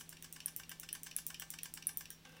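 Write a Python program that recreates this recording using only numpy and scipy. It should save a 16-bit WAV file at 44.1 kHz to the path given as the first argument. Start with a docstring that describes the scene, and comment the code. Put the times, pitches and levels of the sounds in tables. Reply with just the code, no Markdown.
"""A small pen plotter indexes its pen drum, close by on a desk, about four times a second.
Each cycle: the pawl snaps in, the carriage knocks, the pawl snaps back, a second knock, the detent clacks.
Every hit is a brief chatter of contacts that rings the resonances of its part. A last snap leaves a
spring ringing, then the stepper motor sets off. Mains hum and a small dry room lie underneath."""
import sys
import numpy as np
from scipy import signal
from scipy.fft import rfft, irfft
from scipy.io import wavfile

SR = 44100
rng = np.random.default_rng(int(sys.argv[2]) if len(sys.argv) > 2 else 0)


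def to_wav(sig):
    """Store sig (one row per channel, or 1-D mono) as 16-bit WAV at the path in sys.argv[1].

    Samples outside -1..1 are clipped; the rate is SR.
    """
    pcm = np.clip(np.atleast_2d(sig), -1, 1) * 32767
    pcm = np.round(pcm).astype(np.int16)
    wavfile.write(sys.argv[1], SR, pcm.T)  # frames by channels


N = 105840
LEAD_S = .1  # pre-roll, so a hit can begin before time zero


def undb(db):
    """Decibels to gain."""
    return 10 ** (np.asarray(db) / 20)


def unit(x):
    """Scale to an energy of one."""
    return x / np.sqrt(np.sum(x ** 2) + 1e-30)


def clock(seconds):
    """Sample times in seconds."""
    return np.arange(int(seconds * SR)) / SR


def silence():
    """An empty track with pre-roll."""
    return np.zeros(N + int(LEAD_S * SR))


def add(track, start, sound):
    """Mix a sound into a track with pre-roll."""
    i = int((start + LEAD_S) * SR)
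    part = sound[:len(track) - i]
    track[i:i + len(part)] += part


def split(events):
    """Split cues with two levels into two lists of (start, level)."""
    return [(s, db) for s, db, _ in events], [(s, db) for s, _, db in events]


def resonate(x, hz, width):
    """A steep resonance: a band-pass applied twice."""
    b, a = signal.iirpeak(min(hz, .45 * SR), hz / (1.5 * width), fs=SR)
    return signal.lfilter(b, a, signal.lfilter(b, a, x))


def ring(t, hz, t60):
    """One fading mode."""
    return np.sin(2 * np.pi * hz * t) * np.exp(-np.log(1000) * t / t60)


def flutter(t, per_second=70):
    """Quick random wobble."""
    knots = np.arange(0, t[-1], 1 / per_second)
    return np.interp(t, knots, rng.standard_normal(len(knots)))


def background():
    """A bed of soft room noise under the slightly wavering hum of mains and fan."""
    # Room noise spectrum. Each row: frequency in Hz, relative density in dB.
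    air_curve = [(30, 0.5), (60, -2.5), (110, -2.5), (200, -1.5), (300, -2.5), (450, -8.5), (650, -12.5),
                 (1400, -14.5), (3000, -11.5), (4500, -15), (9500, -22.5), (15500, -21.5)]
    # Mains and fan tones. Each row: frequency in Hz, level in dB.
    hum_tones = [(50.2, -76), (92, -80), (135.7, -92), (162.5, -66), (249, -79.5)]
    t, f = np.arange(N) / SR, np.fft.rfftfreq(N, 1 / SR)
    air_hz, air_db = np.array(air_curve).T
    colour = undb(np.interp(np.log(f + 1), np.log(air_hz), air_db))
    air = irfft(rfft(rng.standard_normal(N)) * colour, N)
    out = unit(air) * np.sqrt(N) * undb(-64.5)
    for hz, db in hum_tones:
        waver_db = .3 * np.interp(t, np.linspace(0, t[-1], 20), rng.standard_normal(20))
        out += np.sqrt(2) * undb(db + waver_db) * np.sin(2 * np.pi * (hz * t + rng.random()))
    return out


def room():
    """A bright near reflection and a short tail, new for each hit because the listener is moving."""
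    # Reverb bands. Each row: centre in Hz, time to fade 60 dB in seconds, level in dB.
    bands = [(463, 0.31, 8), (1390, 0.044, -6.5), (3200, 0.16, -4.5), (6650, 0.21, -4), (8800, 0.19, -10.5),
             (13400, 0.15, -10)]
    t = np.arange(8192) / SR
    wall_delay_s = .0066 + .00015 * rng.standard_normal()
    echo = signal.unit_impulse(len(t), int(wall_delay_s * SR))
    wall = signal.lfilter(*signal.butter(2, 11000, 'high', fs=SR), echo)
    noise, f = rfft(rng.standard_normal(len(t))), np.fft.rfftfreq(len(t), 1 / SR)
    predelay_s, bloom_s = .00043, .011
    onset = np.clip((t - predelay_s) / bloom_s, 0, 1)
    centres, tail = [row[0] for row in bands], 0
    for (_, t60, db), solo in zip(bands, np.eye(len(bands))):
        band = irfft(noise * np.interp(f, centres, solo), len(t))
        tail = tail + undb(db) * band * unit(onset * np.exp(-np.log(1000) * t / t60))
    return undb(-12) * wall + tail


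def hits(events, modes, rise_s, decay_s, crack_db, wet_db, lag_s=0, strike=0):
    """Chattering contacts, with an optional clean strike at their crest, ring a part and the room."""
    out, t = silence(), clock(.1)
    push = np.minimum(t / rise_s, 1) * np.exp(-np.maximum(t - rise_s, 0) / decay_s)
    crest = t == t[np.argmax(push)]
    for start, db in events:
        chatter = unit(push * rng.standard_normal(len(t))) + strike * crest
        crack = unit(signal.lfilter(*signal.butter(2, 1500, 'high', fs=SR), chatter))
        body = sum(undb(mode_db) * unit(resonate(chatter, hz, width)) for hz, width, mode_db in modes)
        gain = undb(db) * np.sqrt(.002 * SR)  # the energy of 2 ms at this level
        hit = gain * (undb(crack_db) * crack + body)
        add(out, start + lag_s, hit)
        add(out, start + lag_s, undb(wet_db) * signal.fftconvolve(hit, room()))
    return out


def slide():
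    """The carriage rubs softly on its rail, dying away shortly before the last cycles."""
    # Rail resonances. Each row: centre in Hz, width in Hz, relative level in dB.
    rail_modes = [(2770, 2500, 6.5), (5760, 1600, 0), (8900, 1100, 1.5), (12400, 3800, -7)]
    stop_s, release_s = 1.72, .033
    t = np.arange(N) / SR
    rub = sum(undb(db) * unit(resonate(rng.standard_normal(N), hz, width))
              for hz, width, db in rail_modes)
    fade = np.exp(-np.maximum(t - stop_s, 0) / release_s)
    return unit(rub) * np.sqrt(N) * undb(-72.5) * fade


def motor():
    """Uneven steps rattle the gear train, hardest as it jolts into motion; the motor whines."""
    # Motor and gear resonances. Each row: centre in Hz, width in Hz, relative level in dB.
    gear_modes = [(805, 100, -5), (1144, 46, -7.5), (1570, 95, -3), (2150, 530, -5.5), (2800, 780, -0.5),
                  (3370, 210, -10), (5500, 1500, -5), (8950, 1000, -12.5)]
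    # Growl and whine. Each row: frequency in Hz, level in dB.
    whine_tones = [(255, -74.5), (511, -74), (1572, -72.5), (2697, -76)]
    # Gear rattles. Each row: start in seconds, level in dB.
    rattles = [(2.291, -60), (2.320, -61), (2.366, -58)]
    start_s, step_hz, step_scatter, step_spread_db = 2.2503, 255.3, .078, 3.7
    jolt_db, jolt_s, flutter_db, flutter_rad = 16, .0086, 4, .8
    out, t = silence(), clock(.94)
    timing, force = rng.standard_normal((300, 2)).T
    at = (np.cumsum(np.abs(1 + step_scatter * timing)) * SR / step_hz).astype(int)
    at -= at[0]
    steps, inside = np.zeros(len(t)), at < len(t)
    steps[at[inside]] = undb(step_spread_db * force[inside])
    drive = unit(steps) + unit(rng.standard_normal(len(t)))
    gears = unit(sum(undb(db) * unit(resonate(drive, hz, width)) for hz, width, db in gear_modes))
    whine = np.zeros(len(t))
    for hz, db in whine_tones:
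        level = np.sqrt(2) * undb(db + flutter_db * flutter(t))
        whine += level * np.sin(2 * np.pi * hz * t + flutter_rad * flutter(t))
    jolt = 1 + undb(jolt_db) * np.exp(-t / jolt_s)
    add(out, start_s, whine + gears * np.sqrt(len(t)) * undb(-66.5) * jolt)
    return out + hits(rattles, gear_modes, rise_s=.0013, decay_s=.0063, crack_db=1.5, wet_db=-10)


def spring(start_s=2.105):
    """The last snap leaves a spring ringing thinly."""
    # Spring modes. Each row: frequency in Hz, time to fade 60 dB in seconds, level in dB.
    modes = [(1590, .12, -58), (1760, .26, -66), (5593, .3, -57)]
    out, t = silence(), clock(.5)
    add(out, start_s, sum(undb(db) * ring(t, hz, t60) for hz, t60, db in modes))
    return out


def detent():
    """The detent drops home with a midrange clack, once a cycle."""
    # Clacks. Each row: start in seconds, level in dB.
    clacks = [(.1685, -51.5), (.403, -44), (.6335, -49.5), (.8884, -41.5), (1.1119, -44.5), (1.3433, -41.5),
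              (1.5863, -42), (1.8238, -45.5), (2.0552, -46.5)]
    # Detent resonances. Each row: centre in Hz, width in Hz, relative level in dB.
    modes = [(1880, 190, -14.5), (2617, 370, -9.5), (2846, 290, -2.5), (3660, 480, -5), (4420, 550, -5),
             (5600, 660, -2), (7600, 1700, -9), (9800, 3200, -11), (13300, 3600, -19)]
    return hits(clacks, modes, rise_s=.00052, decay_s=.0034, crack_db=-9.5, wet_db=-1,
                strike=undb(-8.5))


def frame(thuds, lag_s):
    """The metal frame rings on with the same notes after every thud."""
    # Frame modes. Each row: frequency in Hz, time to fade 60 dB in seconds, dB relative to the thud.
    modes = [(788, .3, -25), (1110, .1, -20), (1582, .25, -15.5), (1764, .28, -16), (2301, .28, -19),
             (2891, .15, -20), (5793, .2, -23)]
    out, t = silence(), clock(.5)
    for start, thud_db in thuds:
        add(out, start + lag_s, sum(undb(thud_db + db) * ring(t, hz, t60) for hz, t60, db in modes))
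    return out


def carriage():
    """A short scrape builds up to a hard tap; just after, the chassis thuds and the frame rings."""
    # Knocks. Each row: start in seconds, tap level in dB, thud level in dB.
    knocks = [(.008, -50.5, -49.5), (.126, -54, -52), (.2435, -50, -51.5), (.3612, -53, -50.5),
              (.4808, -49.5, -49.5), (.597, -51.5, -48.5), (.7150, -48.5, -45), (.8315, -50, -48.5),
              (.9502, -47.5, -47.5), (1.0628, -52, -53), (1.068, -49.5, -48.5), (1.1845, -45.5, -49.5),
              (1.3022, -49.5, -47), (1.4202, -47.5, -44.5), (1.5374, -49.5, -48), (1.6555, -48, -48),
              (1.7726, -50, -47.5), (1.8905, -47.5, -46.5), (2.0078, -49.5, -49)]
    # Resonances of tap, chassis and dull scrape. Each row: centre in Hz, width in Hz, relative dB.
    tap_modes = [(3050, 880, -5), (3555, 91, -11), (5840, 2100, 4), (7590, 610, 0), (10200, 1800, -1.5),
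                 (12400, 4300, -4)]
    thud_modes = [(823, 46, -19.5), (1143, 177, -8.5), (1619, 186, -1), (2210, 200, -7.5), (2885, 380, -3)]
    scrape_modes = [(1074, 390, -1), (1630, 460, 3)]
    thud_lag_s, scrape_lead_s = .000767, .007
    taps, thuds = split(knocks)
    dull = dict(decay_s=.0029, crack_db=-50, wet_db=-3.5)
    tap = hits(taps, tap_modes, rise_s=.0004, decay_s=.0059, crack_db=-8, wet_db=-1)
    thud = hits(thuds, thud_modes, rise_s=.0005, lag_s=thud_lag_s, strike=undb(-13.5), **dull)
    scrape = hits(thuds, scrape_modes, rise_s=scrape_lead_s, lag_s=-scrape_lead_s, **dull)
    return tap + thud + undb(-11.5) * scrape + frame(thuds, thud_lag_s)


def pawl_in():
    """The pawl snaps in: its lever clicks and its tip pings, now hard, now soft."""
    # Inward snaps. Each row: start in seconds, tip level in dB, lever level in dB.
    snaps = [(-.012, -37, -48.5), (.2238, -50.5, -49), (.4589, -29.5, -49), (.6932, -44, -47),
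             (.9278, -33, -47), (1.1638, -28.5, -44.5), (1.3970, -46, -43.5), (1.6323, -36.5, -46.5),
             (1.8691, -26, -49.5), (2.1030, -43.5, -48.5)]
    # Resonances of tip and lever. Each row: centre in Hz, width in Hz, relative level in dB.
    tip_modes = [(9686, 255, 0), (10250, 140, -19), (12270, 380, -14), (12430, 390, -9),
                 (14200, 1100, -14.5)]
    lever_modes = [(1790, 255, -10), (3200, 880, -5), (5840, 290, -4.5), (8640, 1700, -0.5),
                   (12000, 260, -6), (15060, 590, 1.5)]
    tips, levers = split(snaps)
    ping = hits(tips, tip_modes, rise_s=.00051, decay_s=.00065, crack_db=-39, wet_db=-1.5, strike=1)
    click = hits(levers, lever_modes, rise_s=.00087, decay_s=.0012, crack_db=-39, wet_db=5)
    return ping + click


def pawl_back():
    """The pawl snaps back with a bright click, and its stop pings."""
    # Return snaps. Each row: start in seconds, click level in dB, ping level in dB.
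    snaps = [(.0922, -46.5, -54), (.3259, -45, -52), (.5628, -43, -39), (.7980, -44, -52),
             (1.0325, -44, -48), (1.2658, -40, -37.5), (1.5036, -39.5, -61), (1.7384, -41.5, -59),
             (1.9720, -41.5, -35)]
    # Resonances of pawl and stop. Each row: centre in Hz, width in Hz, relative level in dB.
    pawl_modes = [(3200, 1400, -14.5), (5690, 440, -9), (7700, 470, -6.5), (8720, 530, 0),
                  (9350, 400, -1.5), (12200, 500, -8.5), (15000, 2200, -0.5)]
    stop_modes = [(9200, 320, -12.5), (12160, 490, -0.5), (12800, 570, -7), (15040, 370, -0.5)]
    clicks, pings = split(snaps)
    contact = dict(rise_s=.0004, decay_s=.0015, crack_db=-26, wet_db=4, strike=undb(2))
    return hits(clicks, pawl_modes, **contact) + hits(pings, stop_modes, **contact)


def scene():
    """The moving parts, trimmed of their pre-roll, over the room bed, in mono."""
    mechanism = detent() + pawl_in() + pawl_back() + carriage() + spring() + motor()
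    return (mechanism[-N:] + slide() + background())[None]


def record(dry):
    """A steep low-pass cuts the top above 16 kHz."""
    return signal.sosfilt(signal.ellip(8, .2, 70, 16000, fs=SR, output="sos"), dry)


dry = scene()
out = record(dry)
to_wav(out)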